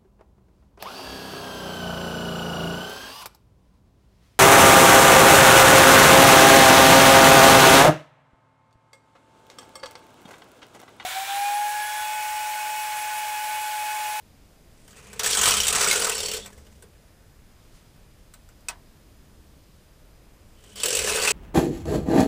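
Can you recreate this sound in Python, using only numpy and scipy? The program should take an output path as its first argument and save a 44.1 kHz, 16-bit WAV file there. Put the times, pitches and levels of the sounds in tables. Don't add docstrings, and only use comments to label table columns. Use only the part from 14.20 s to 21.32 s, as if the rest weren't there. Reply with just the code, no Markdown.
import sys
import numpy as np
from scipy import signal
from scipy.io import wavfile
from scipy.ndimage import uniform_filter1d

SR = 44100
rng = np.random.default_rng(int(sys.argv[2]) if len(sys.argv) > 2 else 0)


def to_wav(s):
    ch = np.atleast_2d(s).T
    pcm = np.round(np.clip(ch, -1, 1) * 32767)
    wavfile.write(sys.argv[1], SR, pcm.astype(np.int16))


N = 313992

# t/s, level/dB, low ring f/Hz, high ring f/Hz, bed clack level/dB, low ring level/dB
KNOCKS = [(0.678, -38, 3120, 8750, -9, -12), (0.707, -40, 1210, 7530, -16, -8),
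          (0.7292, -42.5, 3100, 6500, -5, -3), (0.7801, -43, 2760, 6500, -5, -1),
          (0.9302, -29.5, 2330, 7600, -8.5, -11), (0.9939, -8, 3610, 5900, -15.5, -12),
          (1.0332, -13.5, 1650, 6840, -17.5, -10), (1.0425, -9.5, 3380, 6840, -15, -16),
          (1.061, -7, 1750, 8100, -15.5, -10), (1.1087, -8, 3500, 5710, -21, -12),
          (1.1308, -10, 3320, 4470, -20, -4), (1.1494, -8, 1580, 8200, -14.5, -12),
          (1.1709, -9, 3300, 8160, -13.5, -6), (1.1905, -8.5, 3300, 6630, -15, -11),
          (1.213, -7.5, 2840, 6900, -14, -13), (1.2306, -9, 3290, 9160, -11.5, -8),
          (1.2375, -7.5, 3130, 7850, -22, -10), (1.257, -1.5, 2280, 8300, -15, -16),
          (1.2772, -8, 2830, 8600, -13, -8), (1.285, -5, 3290, 8370, -28, -10),
          (1.3074, -7, 3260, 5690, -16, -10.5), (1.3177, -8, 3010, 8400, -15, -6),
          (1.338, -10, 1290, 8100, -16, -5), (1.3677, -8.5, 3200, 7800, -16.5, -3),
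          (1.4014, -8.5, 2980, 5650, -18.5, -4), (1.433, -10.5, 3160, 7000, -26, -0.5),
          (1.4462, -12, 3200, 8000, -19, -13), (1.4682, -6, 3700, 7400, -19, -13),
          (1.4815, -3.5, 3770, 8400, -20, -13), (1.4993, -17, 2130, 8500, -28, -6),
          (1.5264, -7.5, 2640, 8690, -16, -12), (1.5547, -8.5, 1230, 7620, -8.5, -18),
          (1.6127, -7.5, 2350, 6000, -15, -24), (1.6432, -7.5, 3630, 5760, -18, -19),
          (1.6724, -10, 2190, 7740, -16, -8), (1.712, -3.5, 2130, 3980, -19.5, -3.5),
          (1.728, -7.5, 1470, 6620, -16, -11), (1.7582, -8.5, 1525, 8100, -17, -9),
          (1.8009, -14, 2620, 9500, -26, -10), (1.8205, -7.5, 1425, 8300, -13.5, -9.5),
          (1.8442, -8.5, 1460, 7490, -19, -11), (1.8684, -12.5, 1284, 8600, -12, -3.5),
          (1.8956, -9.5, 1480, 7550, -13.5, -11), (1.92, -19, 2640, 8850, -21, 2),
          (1.952, -17, 2770, 8000, -11, -4), (1.9793, -14, 2710, 5360, -20, -13),
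          (2.0035, -13.5, 3540, 4570, -20, -7), (2.0314, -16, 3060, 4470, -16, -9),
          (2.0584, -15, 3010, 4420, -22, -10), (2.0833, -16, 3060, 4450, -17, -8),
          (2.1143, -14.5, 2780, 5700, -17.5, -13), (2.135, -13.5, 3140, 7680, -20, -15),
          (2.144, -19.5, 3600, 7490, -19, -7), (2.166, -19.5, 3510, 7170, -13.5, -14),
          (2.247, -36, 3500, 3970, -4, -11), (2.2596, -24.5, 2270, 7870, -12, -1.5),
          (2.3028, -44, 1910, 8470, -9, -4), (2.3287, -41, 1660, 6580, -10, 0),
          (2.377, -40, 2120, 5500, -9.5, -5), (2.4663, -45.5, 2930, 5070, -4.5, 0),
          (2.5244, -48, 1980, 6100, -14, -5), (2.6234, -36, 1598, 8930, -10, -5),
          (3.761, -50, 2470, 4910, -3.5, -8.5), (4.138, -34, 1495, 4060, -13, -9.5),
          (4.2885, -42.5, 1350, 7640, -12.5, -8), (4.4066, -50, 1256, 4870, -12.5, -7),
          (4.485, -13, 2565, 8220, -13, -7), (6.4388, -40.5, 3140, 8390, -9, -10),
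          (6.557, -29.5, 3230, 4900, -11.5, -9), (6.5994, -24.5, 3460, 4700, -13.5, 0),
          (6.6334, -6, 3110, 7860, -20.5, -9), (6.6575, -8, 3040, 7740, -18.5, -11),
          (6.6831, -9.5, 2980, 8110, -33, -16), (6.7052, -9, 3050, 7520, -18.5, -14),
          (6.7279, -10.5, 2860, 7640, -22, -8), (6.7501, -7.5, 2710, 7700, -20, -17),
          (6.769, -9, 2550, 9080, -21, -17), (6.7898, -8, 2450, 7840, -18, -15),
          (6.8438, -17.5, 2430, 7370, -12, -12), (6.8741, -14.5, 1710, 7400, -11, 0),
          (6.896, -10.5, 2544, 9320, -12, -7), (6.9224, -17, 2600, 4030, -10, -6),
          (6.9476, -16.5, 2550, 9400, -14, -8), (6.9718, -15, 2570, 5390, -6.5, -8),
          (6.9976, -14, 2650, 4470, -10.5, -8), (7.0232, -16, 1250, 4550, -8, -9),
          (7.0489, -13.5, 2410, 8100, -8, -7), (7.0749, -7.5, 2540, 5900, -12, -2),
          (7.1044, -14, 2630, 8100, -15, 1)]
# t/s, rattle level/dB, shell level/dB
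PASSES = [
    [(0.5, -72, -80), (0.74, -55, -59), (0.99, -51.5, -46.5), (0.998, -43.5, -41), (1.07, -23, -37),
     (1.143, -26, -42), (1.25, -22.5, -38), (1.43, -26.5, -44), (1.577, -21.5, -32), (1.866, -28.5, -31.5),
     (1.94, -32, -39.5), (2.155, -38.5, -37), (2.3, -59, -58.5), (2.4, -63.5, -55.5), (2.615, -67, -68),
     (2.63, -75, -46), (2.75, -83, -70.5)],
    [(6.25, -78.5, -72.5), (6.553, -54, -58), (6.56, -41, -46.5), (6.628, -36, -45), (6.636, -37, -30),
     (6.72, -34.5, -31.5), (6.841, -28.5, -31), (6.91, -28, -30.5), (6.978, -27.5, -29.5),
     (7.115, -23.5, -32)],
]
# f/Hz, level per Hz/dB
STEEL_COLOUR = [(380, -34), (650, -0.5), (742, -15.5), (869, -9), (1100, -6), (1290, -13), (1920, -6),
                (2160, -10), (3220, -9.5), (4250, -9.5), (8010, -5.5), (9380, -7.5), (11000, -24.5),
                (15300, -13)]
# f/Hz, 60 dB decay time/s
STEEL_DECAY = [(700, 0.25), (2100, 0.15), (5500, 0.089), (14600, 0.072)]
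# f/Hz, level/dB, 60 dB decay time/s (later capped and shortened)
BED_MODES = [(910, -19.5, .14), (1080, -17, 0.078), (1296, -2, 0.14), (1514, 2, 0.24), (2280, -7, .12),
             (2570, 0.5, 0.11), (2840, -1, 0.077), (2980, 3.5, 0.036), (3040, -11.5, 0.068),
             (3590, -1.5, .1), (3950, -6.5, 0.27), (4550, -2, 0.0817), (5050, -17, .07), (5850, 3, 0.054),
             (5680, 4, 0.037), (6440, -21, 0.077), (7700, -3, .06), (7100, -2, 0.059), (7880, 4, 0.037),
             (7750, 3.5, .07), (8550, 4.5, 0.058), (8790, -7.5, 0.07)]
# f/Hz, level/dB, 60 dB decay time/s
SHELL_MODES = [(420, -4, .09), (441, 0, .11), (468, -2, .09), (500, -2, .1), (545, -7, .08)]
# lower edge f/Hz, upper edge f/Hz
SHELL_BAND = [370, 700]
# t/s, level/dB, pitch f/Hz
PLATE_SONG = [
    [(1.1, -33, 3240), (1.306, -29.5, 3120), (1.46, -31, 3150)],
    [(1.93, -41, 2970), (2.13, -34, 3050), (2.26, -45.5, 3544)],
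    [(6.33, -87, 3040), (6.358, -64.5, 3040), (6.553, -51, 3080), (6.56, -44, 3130), (6.6, -41, 3064),
     (7.12, -26, 2668)],
]
# t/s, level/dB, pitch f/Hz
FEEDER_SONG = [
    [(1.0, -33, 1428), (1.14, -37.5, 1400), (1.27, -17.5, 1290), (1.43, -37, 1300), (1.58, -24, 1323),
     (1.74, -26.5, 1479), (1.88, -30, 1424), (1.93, -38, 1329)],
    [(6.63, -35, 1634), (6.86, -38.5, 1594), (6.89, -33, 1648), (7.12, -30, 1416)],
]
# t/s, level/dB
BRUSH_DRAG = [
    [(1.94, -39.5), (2.16, -42.5), (2.26, -63)],
    [(6.56, -52), (6.64, -42.5), (7.12, -47)],
]
# f/Hz, width f/Hz, level/dB
HOOK_RINGS = [(4450, 300, -0.042), (5440, 170, -1), (7560, 555, 0.95)]
# t/s, level/dB, pitch f/Hz
RAIL_SONG = [
    [(.74, -62, 2590), (.92, -57, 2450), (.985, -55, 2550)],
]
# t/s, level/dB
TABLE_SHAKE = [
    [(0.6, -59.5), (1.28, -37), (2.7, -54)],
    [(6.4, -58.5), (6.844, -37.5), (7.12, -42.5)],
]
# f/Hz, level/dB, 60 dB decay time/s
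TABLE_MODES = [(72, 3, 0.26), (117, -3.5, 0.18), (165.9, -7, 0.24), (199.6, 2, 0.19)]
# t/s, level/dB
SLEEVE_BRUSH = [(3.25, -78.5), (3.56, -63.5), (3.85, -75)]
# f/Hz, level per Hz/dB
ROOM_COLOUR = [(8.8, -30), (15, 0.5), (70, -2), (93, -5), (148, -9.5), (236, -13), (387, -17.5),
               (548, -17.5), (732, -28.5), (822, -24), (2620, -30), (5110, -33), (15400, -37.5)]
# f/Hz, width f/Hz, level/dB
TREBLE_HISS = (4980, 120, -78)

ROOM_DB = -52.5
TOP_HZ = 15270
HIGH_RING_DB, SIZZLE_DB, SOFT_SIZZLE_DB_PER_DB = -5, 0, 0.1782
CHATTER_CLACK_DB, CHATTER_SIZZLE_DB = 7.5, -3


def knocks():
    seconds, db, low_hz, high_hz, clack_db, low_db = np.transpose(KNOCKS)
    at = (seconds * SR).astype(int)
    sizzle_db = SIZZLE_DB + SOFT_SIZZLE_DB_PER_DB * (db.max() - db)
    bed = steel(at, db, low_hz, high_hz, clack_db + 14.0, sizzle_db,
                dense_db=-19.0, modes_db=-29.5, focus_db=3.77, scatter_db=2.5, quick=0.94)
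    crack = fade(train(at, undb(db - 12.0) ** 2), 0.0069) * hiss(7200, 8300)
    low = needles(at, low_hz, db + low_db, t60=0.056, spread=0.053)
    high = needles(at, high_hz, db + HIGH_RING_DB, t60=0.031, spread=0.02)
    return bed + crack + low + high


def needles(at, hz, db, t60, spread):
    length = 4096
    out, t = np.zeros(N + length), np.arange(length) / SR
    envelope = np.exp(-np.log(1000) * t / t60) * (1 - np.exp(-t / .0006))
    luck = rng.random((len(at), 2, 4, 1))
    for start, pitch, size, (detune, phase) in zip(at, hz, undb(db), luck):
        needle_hz = pitch * (1 + spread * (2 * detune - 1))
        cluster = np.sin(2 * np.pi * (needle_hz * t + phase)).mean(axis=0)
        out[start:start + length] += size * cluster * envelope
    return out[:N]


def steel(at, db, low_hz, high_hz, clack_db, top_db, dense_db, modes_db, focus_db, scatter_db, quick):
    out = np.zeros(N)

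    def near(hz):
        return sum(np.exp(-(np.log2(hz / centre) / .09) ** 2) for centre in (low_hz, high_hz))

    for hz in 700 * 2 ** np.arange(0, 4.55, .25):
        band_db = shape(STEEL_COLOUR, hz) + 10 * np.log10(hz / 4000)
        size_db = db + dense_db + band_db + part(hz, clack_db, top_db) + 2.3 * near(hz)
        size = undb(size_db + scatter_db * rng.standard_normal(len(at)))
        envelope = fade(train(at, size ** 2), quick * shape(STEEL_DECAY, hz))
        out += envelope * hiss(hz, hz / 5.8)

    for hz, mode_db, t60 in BED_MODES:
        size_db = db + modes_db + mode_db + part(hz, clack_db, top_db) + focus_db * near(hz)
        size = undb(size_db + scatter_db * rng.standard_normal(len(at)))
        late = rng.integers(0, 90, len(at))
        sign = rng.choice([-1, 1], len(at))
        out += ring(train(at + late, size * sign), hz, quick * min(t60, .13))
    return out


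def part(hz, clack_db, top_db):
    clack = clack_db * np.clip(np.log2(2400 / hz) / .4, 0, 1)
    sizzle = top_db * np.clip(np.log2(hz / 9500) / .2, 0, 1)
    return clack + sizzle


def rattle():
    db = track(PASSES, order=1)
    at = np.sort(rng.integers(0, N, size=3000))
    size_db = -3.0 * np.log(rng.random(len(at)) + .02)
    knock_list = np.array(KNOCKS)
    last_index = np.searchsorted(knock_list[:, 0] * SR, at) - 1
    last = knock_list[np.clip(last_index, 0, None)]
    chatter = steel(at, db[at] + size_db, last[:, 2], last[:, 3], last[:, 4] + CHATTER_CLACK_DB,
                    CHATTER_SIZZLE_DB, dense_db=-12, modes_db=-25.5, focus_db=7.7, scatter_db=3.0, quick=0.61)
    boom = shell(at, size_db)
    plate = undb(-5.0) * song(PLATE_SONG, width_hz=260, grain_db=2.1)
    feeder = undb(-8) * song(FEEDER_SONG, width_hz=265, grain_db=3.14)
    return chatter + boom + plate + feeder


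def shell(at, size_db):
    seconds, db, clack_db = np.array(KNOCKS)[:, [0, 1, 4]].T
    knock = (seconds * SR).astype(int)
    ticks = train(at, undb(size_db) * rng.choice([-1, 1], len(at)))
    force = train(knock, np.full(len(knock), undb(9))) + ticks
    moving = track(PASSES, order=1) > -100
    force = force * undb(track(PASSES, order=2) - 15.5) * moving
    force = force + train(knock, undb(db + clack_db - 26.0))
    band = signal.butter(2, SHELL_BAND, "band", fs=SR, output="sos")
    return signal.sosfilt(band, body(force, SHELL_MODES))


def brushes():
    at = (np.array(KNOCKS)[:, 0] * SR).astype(int)
    jolt = 1 + 0.86 * fade(train(at, np.ones(len(at))), 0.075)
    hooks = sum(undb(db) * hiss(hz, width) for hz, width, db in HOOK_RINGS)
    return undb(track(BRUSH_DRAG, order=1) - 3.5) * jolt * hooks


def rail():
    return song(RAIL_SONG, width_hz=419, grain_db=1.79)


def song(tables, width_hz, grain_db):
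    noise = rng.standard_normal(N) + 1j * rng.standard_normal(N)
    slow = signal.lfilter([1], [1, -np.exp(-np.pi * width_hz / SR)], noise)
    carrier = np.exp(2j * np.pi * np.cumsum(track(tables, order=2)) / SR)
    tone = (slow * carrier).real
    return undb(track(tables, order=1) + grain_db * walk(60)) * unit(tone)


def table():
    shaking = unit(body(rng.standard_normal(N), TABLE_MODES))
    return undb(track(TABLE_SHAKE, order=1) - 4.0) * shaking


def sleeve():
    return undb(track([SLEEVE_BRUSH], order=1) + 2 * walk(17)) * hiss(4500, 8000)


def room():
    out, swell = 0, .8 * walk(.7)
    for hz in 18 * 2 ** np.arange(0, 10, .5):
        steadiness = np.clip(1 - np.log(hz / 100) / 6, .2, 1)
        wander = (swell + 1.53 * walk(3.66)) * steadiness
        out = out + undb(shape(ROOM_COLOUR, hz) + 10 * np.log10(hz) + wander) * hiss(hz, hz / 2.82)
    hz, width, db = TREBLE_HISS
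    return undb(ROOM_DB) * unit(out) + undb(db) * hiss(hz, width)


def undb(db):
    return 10 ** (np.asarray(db) / 20)


def unit(x):
    return x / np.sqrt(np.mean(x ** 2))


def shape(curve, hz):
    points = np.array(curve)
    return np.interp(np.log(hz), np.log(points[:, 0]), points[:, 1])


def track(tables, order):
    spans = []
    for t in tables:
        before = [t[0][0] - .004, -110, *t[0][2:]]
        after = [t[-1][0] + .004, -110, *t[-1][2:]]
        spans.append([before, *t, after])
    rows = np.concatenate(spans)
    return np.interp(np.arange(N) / SR, rows[:, 0], rows[:, order])


def hiss(hz, width):
    edges = [hz - width / 2, min(hz + width / 2, .49 * SR)]
    band = signal.butter(2, edges, "band", fs=SR, output="sos")
    return unit(signal.sosfilt(band, rng.standard_normal(N)))


def walk(rate):
    k = int(SR / rate)
    steps = np.repeat(rng.standard_normal(N // k + 1), k)
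    return unit(uniform_filter1d(uniform_filter1d(steps, k), k)[:N])


def train(at, size):
    return np.bincount(at, size, N)[:N] + 1e-18


def fade(power, t60):
    rise = .0008
    for time in (t60 / np.log(1e6), rise):
        power = signal.lfilter([1], [1, -np.exp(-1 / (time * SR))], power)
    return np.sqrt(power / (rise * SR))


def ring(x, hz, t60):
    r, w = np.exp(-np.log(1000) / (t60 * SR)), 2 * np.pi * hz / SR
    return signal.lfilter([0, r * np.sin(w)], [1, -2 * r * np.cos(w), r * r], x)


def body(x, modes):
    return sum(undb(db) * ring(x, hz, t60) for hz, db, t60 in modes)


def scene():
    machine = knocks() + rattle() + brushes() + rail()
    return (machine + table() + sleeve() + room())[None]


def record(dry):
    return signal.sosfilt(signal.ellip(10, .3, 60, TOP_HZ, fs=SR, output="sos"), dry)


dry = scene()
out = record(dry)
to_wav(out)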